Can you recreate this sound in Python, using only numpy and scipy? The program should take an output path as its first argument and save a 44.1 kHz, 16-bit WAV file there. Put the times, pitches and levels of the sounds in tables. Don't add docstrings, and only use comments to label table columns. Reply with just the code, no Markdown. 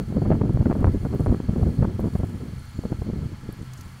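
import sys
import numpy as np
from scipy import signal
from scipy.fft import rfft, irfft
from scipy.io import wavfile
from scipy.ndimage import uniform_filter1d

SR = 44100
rng = np.random.default_rng(int(sys.argv[2]) if len(sys.argv) > 2 else 0)


def dump(signal):
    limited = np.clip(np.atleast_2d(signal).T, -1, 1)
    pcm = np.round(limited * 32767).astype(np.int16)
    wavfile.write(sys.argv[1], SR, pcm)


N = 176400
T = np.arange(N) / SR


def wind():
    # time_s, rumble_db, body_db
    gusts = [(0, -34.5, -20.5), (0.05, -29.5, -43), (0.14, -34, -25.5), (0.2, -27, -31.5), (0.3, -23, -23),
             (0.5, -24.5, -29), (0.68, -26, -29), (0.8, -23, -24), (0.93, -21.5, -28.5), (1.01, -27.5, -35),
             (1.16, -24.5, -28.5), (1.24, -29.5, -34), (1.3, -13, -24.5), (1.37, -33, -35),
             (1.45, -32, -37), (1.53, -28.5, -28.5), (1.66, -26, -25), (1.73, -29, -32.5),
             (1.88, -27.5, -26.5), (1.94, -29, -37), (2.03, -26, -27), (2.12, -33, -38), (2.27, -29.5, -34),
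             (2.45, -36, -35), (2.58, -32.5, -44), (2.67, -40.5, -64), (2.77, -35, -43.5),
             (2.9, -38, -35.5), (2.99, -27.5, -38.5), (3.12, -32, -33.5), (3.3, -31, -36.5),
             (3.36, -38, -48.5), (3.46, -39.5, -41.5), (3.75, -50, -61), (3.83, -36.5, -44.5),
             (4.0, -48, -82)]
    flutter = undb(4.5 * wander(per_s=70))
    bands = wind_bands(rng.standard_normal(N) * flutter)
    span = int(0.069 * SR)
    powers = [uniform_filter1d(uniform_filter1d(band ** 2, span), span) for band in bands]
    rumble, body, edge = (band / np.sqrt(power + 1e-18) for band, power in zip(bands, powers))
    low = rumble * undb(-1.5)
    high = body * undb(-1.5) + edge * undb(-19.5)
    return low * level_curve(gusts, column=1) + high * level_curve(gusts, column=2)


def buffets(size=8192):
    # start_s, length_s, rumble_db, body_db, edge_db
    swirls = [(0.123, 0.0087, -27, -25.5, -40), (0.166, 0.02, -23, -15.5, -34.5),
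              (0.217, 0.022, -34, -20.5, -36.5), (0.25, 0.017, -23, -28, -35.5),
              (0.303, 0.0036, -30, -12, -16.5), (0.314, 0.021, -13.5, -24.5, -24.5),
              (0.342, 0.014, -25, -34, -35.5), (0.412, 0.0088, -27, -21, -27),
              (0.435, 0.031, -25, -22, -39.5), (0.493, 0.015, -24, -20, -39.5),
              (0.535, 0.03, -19, -38, -48), (0.571, 0.0047, -36, -20, -30.5),
              (0.605, 0.026, -16, -20.5, -34), (0.657, 0.0052, -19, -16, -25),
              (0.665, 0.0075, -16.5, -15.5, -27), (0.699, 0.008, -17, -17.5, -31),
              (0.708, 0.011, -31, -25.5, -28.5), (0.725, 0.004, -28, -33, -26.5),
              (0.747, 0.05, -33, -36.5, -40.5), (0.827, 0.011, -39, -28.5, -33.5),
              (0.842, 0.015, -14.5, -21.5, -23.5), (0.868, 0.018, -10.5, -23.5, -29.5),
              (0.938, 0.023, -41, -20.5, -42.5), (1.049, 0.027, -28, -28, -36.5),
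              (1.128, 0.038, -22, -26, -41), (1.193, 0.027, -22, -22, -36.5),
              (1.26, 0.0091, -34, -27, -27.5), (1.281, 0.02, -26, -24.5, -37),
              (1.316, 0.033, -27, -18.5, -33.5), (1.399, 0.014, -33, -24, -38.5),
              (1.486, 0.027, -20, -22.5, -38.5), (1.557, 0.043, -34, -23, -41.5),
              (1.613, 0.03, -17, -25.5, -37), (1.667, 0.026, -19, -25.5, -38.5),
              (1.782, 0.051, -17, -28.5, -44.5), (1.825, 0.01, -19, -18.5, -26.5),
              (1.844, 0.012, -22, -21, -30.5), (1.993, 0.02, -33, -26.5, -36.5),
              (2.042, 0.045, -32, -24.5, -38), (2.152, 0.011, -20.5, -18.5, -33),
              (2.192, 0.024, -24, -30.5, -41), (2.231, 0.015, -24.5, -27.5, -37),
              (2.788, 0.0069, -24.5, -23.5, -43.5), (2.835, 0.0057, -37, -37, -38.5),
              (2.851, 0.014, -27.5, -23, -37.5), (2.919, 0.01, -22.5, -21.5, -34),
              (3.017, 0.01, -31, -26, -39), (3.064, 0.054, -32, -28, -44.5),
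              (3.157, 0.036, -29.5, -34, -50), (3.239, 0.037, -28, -42, -66),
              (3.487, 0.016, -30, -32, -49.5), (3.589, 0.046, -34, -36.5, -57.5)]
    # rumble_db, body_db, edge_db
    trims = [-0.5, -1.5, 1]
    ramp_s, decay_s, firm_jolt_s = 0.003, 0.1, 0.002474
    out = np.zeros(N + 2 * size)
    t = (np.arange(size) - size // 2) / SR
    for start_s, length_s, *levels_db in swirls:
        gate = np.clip(np.minimum(t, length_s - t) / ramp_s + 0.5, 0, 1)
        fade = np.exp(-np.abs(t) / decay_s)
        cluster = jolts(per_s=650, spread_db=6.5, size=size)
        churn = undb(-37.5) * rng.standard_normal(size)
        push = gate * fade * (cluster + churn)
        push[size // 2 + int(firm_jolt_s * SR)] += rng.choice([-1, 1]) * undb(3.5)
        cutoff_hz = 1900 * 2 ** ((levels_db[-1] + 29.5) / 12)
        push = soften(push, cutoff_hz)
        at = int(start_s * SR) + size // 2
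        for band, level_db, trim_db in zip(wind_bands(push), levels_db, trims):
            out[at:at + size] += unit(band) * np.sqrt(length_s * SR / size) * undb(level_db + trim_db)
    return out[size:size + N]


def wind_bands(pressure):
    # pitch_hz, level_db
    turbulence = [(12, -14), (24, -5.5), (33, -13.5), (45, -2.5), (65, -1), (100, 1), (160, -2.5),
                  (210, -3), (310, -10), (500, -17), (630, -22), (800, -26.5), (1300, -33.5), (2000, -43),
                  (3200, -54), (6000, -72)]
    rumble_top_hz, body_top_hz = 150, 441
    spectrum = rfft(colour(pressure, turbulence))
    hz = np.fft.rfftfreq(len(pressure), 1 / SR)
    low, low_and_mid = (1 / (1 + (hz / top_hz) ** 6) for top_hz in (rumble_top_hz, body_top_hz))
    return [irfft(spectrum * share, len(pressure)) for share in (low, low_and_mid - low, 1 - low_and_mid)]


def trill(pitch_hz, width_hz, pulses_per_s):
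    pace = pulses_per_s * (1 + 0.0574 * wander(per_s=6.8))
    throb = 1 + 0.21 * np.sin(2 * np.pi * np.cumsum(pace) / SR)
    return unit(noise_band(pitch_hz, width_hz) * throb)


def insects():
    # pitch_hz, width_hz, level_db, pulses_per_s
    trills = [(4303, 340, -67.5, 35), (6240, 240, -77.5, 72)]
    # time_s, gain_db
    swell = [(0, 3), (.35, -0.5), (.9, -1), (1.15, 3.5), (1.7, 3), (1.9, 0), (2.35, -1), (2.65, 5.5),
             (3.1, 1.5), (4, -1)]
    # time_s, level_db
    high_level = [(0, -78), (1.6, -73), (1.95, -79), (2.2, -73), (2.64, -76), (2.73, -66), (2.9, -71),
                  (3.02, -76), (4, -74)]
    pair = sum(undb(db) * trill(hz, width, pace) for hz, width, db, pace in trills)
    high = trill(pitch_hz=7060, width_hz=110, pulses_per_s=74)
    return pair * level_curve(swell) + high * level_curve(high_level)


def ticks(size=4096):
    # start_s, pitch_hz, width_hz, level_db, decay_s
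    bursts = [(.533, 10000, 3500, -53, .003), (1.146, 14500, 3000, -50, .003),
              (1.204, 9600, 2200, -45.5, 0.0025), (1.252, 9700, 800, -50.5, .008),
              (2.0, 13000, 3500, -49.5, 0.0036), (2.183, 10000, 2500, -54, .007),
              (2.594, 9300, 2000, -52, .003), (2.69, 9900, 600, -56, .006),
              (3.526, 11300, 1800, -46, 0.0021), (3.571, 13000, 3500, -53, .002),
              (3.621, 8500, 1000, -55, .004), (3.734, 6300, 2800, -43.5, 0.0036),
              (3.736, 13000, 4000, -52, .004), (3.775, 6500, 3000, -52, .012),
              (3.809, 5800, 1800, -44.5, 0.0047), (3.81, 11600, 4500, -46, 0.0043)]
    attack_s = 0.0004
    out, t = np.zeros(N + size), np.arange(size) / SR
    for start_s, pitch_hz, width_hz, level_db, decay_s in bursts:
        at = int(start_s * SR)
        shape = np.minimum(t / attack_s, np.exp(-(t - attack_s) / decay_s))
        out[at:at + size] += undb(level_db) * noise_band(pitch_hz, width_hz, size) * shape
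    return out[:N]


def machinery_whines():
    pitches = [129, 840, 1684, 2164, 3248, 4507, 4536]
    levels = [-45, -67.5, -67.5, -72, -77.5, -72.5, -73]
    out = np.zeros(N)
    for pitch_hz, level_db in zip(pitches, levels):
        drift_hz = 2.49 * np.sqrt(pitch_hz / 1000) * wander(per_s=20)
        tone = np.sin(2 * np.pi * np.cumsum(pitch_hz + drift_hz) / SR)
        waver = undb(2.5 * wander(per_s=9))
        out += undb(level_db) * unit(tone * waver)
    return out


def hum():
    # pitch_hz, width_hz, level_db
    parts = [(94, 17, -51), (185.6, 11, -58), (229.7, 15, -56.5), (1338, 29, -64.5), (1724, 12, -75.5)]
    return sum(undb(db) * noise_band(hz, width) for hz, width, db in parts)


def far_wash():
    # pitch_hz, level_db
    tone = [(25, -2), (90, 4), (230, -2), (330, -13), (560, -16.5), (830, -13), (1050, -11), (1330, -10.5),
            (1750, -14.5), (2200, -14), (2550, -19.5), (3250, -17), (3650, -22.5), (5200, -23), (7800, -30),
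            (15500, -49.5)]
    # time_s, gain_db
    swell = [(0, -1.5), (1.4, 0), (2.3, 0), (2.65, 0), (3.3, 0), (3.85, 1.5), (4, 0)]
    return unit(colour(rng.standard_normal(N), tone)) * undb(-48.5) * level_curve(swell)


def hiss():
    # pitch_hz, level_db
    tone = [(3000, -20), (6000, -2.5), (9200, 3.5), (12500, -1.5), (15500, -4.5)]
    # time_s, level_db
    level = [(0, -62.5), (.45, -65.5), (.85, -62.5), (1.2, -60), (1.45, -64.5), (1.68, -60.5),
             (1.88, -64.5), (2.15, -60), (2.5, -62.5), (2.95, -62.5), (3.15, -64.5), (3.45, -65),
             (3.8, -61.5), (4, -61.5)]
    noise = rng.standard_normal(N)
    crackle = undb(-6.5) * unit(jolts(per_s=200, spread_db=4.5))
    flicker = undb(0.92 * wander(per_s=50))
    return unit(colour(noise + crackle, tone)) * level_curve(level) * flicker


def jolts(per_s, spread_db, size=N):
    hits = rng.random(size) < per_s / SR
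    return hits * rng.choice([-1, 1], size) * undb(spread_db * rng.standard_normal(size))


def noise_band(pitch_hz, width_hz, size=N):
    hz = np.fft.rfftfreq(size, 1 / SR)
    peak = 1 / (1 + ((hz - pitch_hz) / (0.61 * width_hz)) ** 2)
    return unit(irfft(rfft(rng.standard_normal(size)) * peak, size))


def colour(x, points):
    pitch_hz, level_db = np.array(points).T
    hz = np.fft.rfftfreq(len(x), 1 / SR) + 1e-3
    gain = undb(np.interp(np.log(hz), np.log(pitch_hz), level_db))
    return irfft(rfft(x) * gain, len(x))


def soften(x, cutoff_hz):
    hz = np.fft.rfftfreq(len(x), 1 / SR)
    return irfft(rfft(x) / np.sqrt(1 + (hz / cutoff_hz) ** 4), len(x))


def wander(per_s):
    span = max(int(SR / per_s), 2)
    steps = np.repeat(rng.standard_normal(N // span + 1), span)
    return unit(uniform_filter1d(steps, span)[:N])


def level_curve(table, column=1):
    rows = np.array(table)
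    return undb(np.interp(T, rows[:, 0], rows[:, column]))


def undb(db):
    return 10 ** (np.asarray(db) / 20)


def unit(x):
    return x / np.sqrt(np.mean(x ** 2) + 1e-30)


def scene():
    return (wind() + buffets() + far_wash() + hiss() + hum() + machinery_whines() + insects() + ticks())[None]


def record(dry):
    ceiling, top_hz = 0.6, 15750
    rounded = ceiling * np.tanh(dry / ceiling)
    return signal.sosfilt(signal.ellip(12, 0.2, 80, top_hz, fs=SR, output="sos"), rounded)


dry = scene()
out = record(dry)
dump(out)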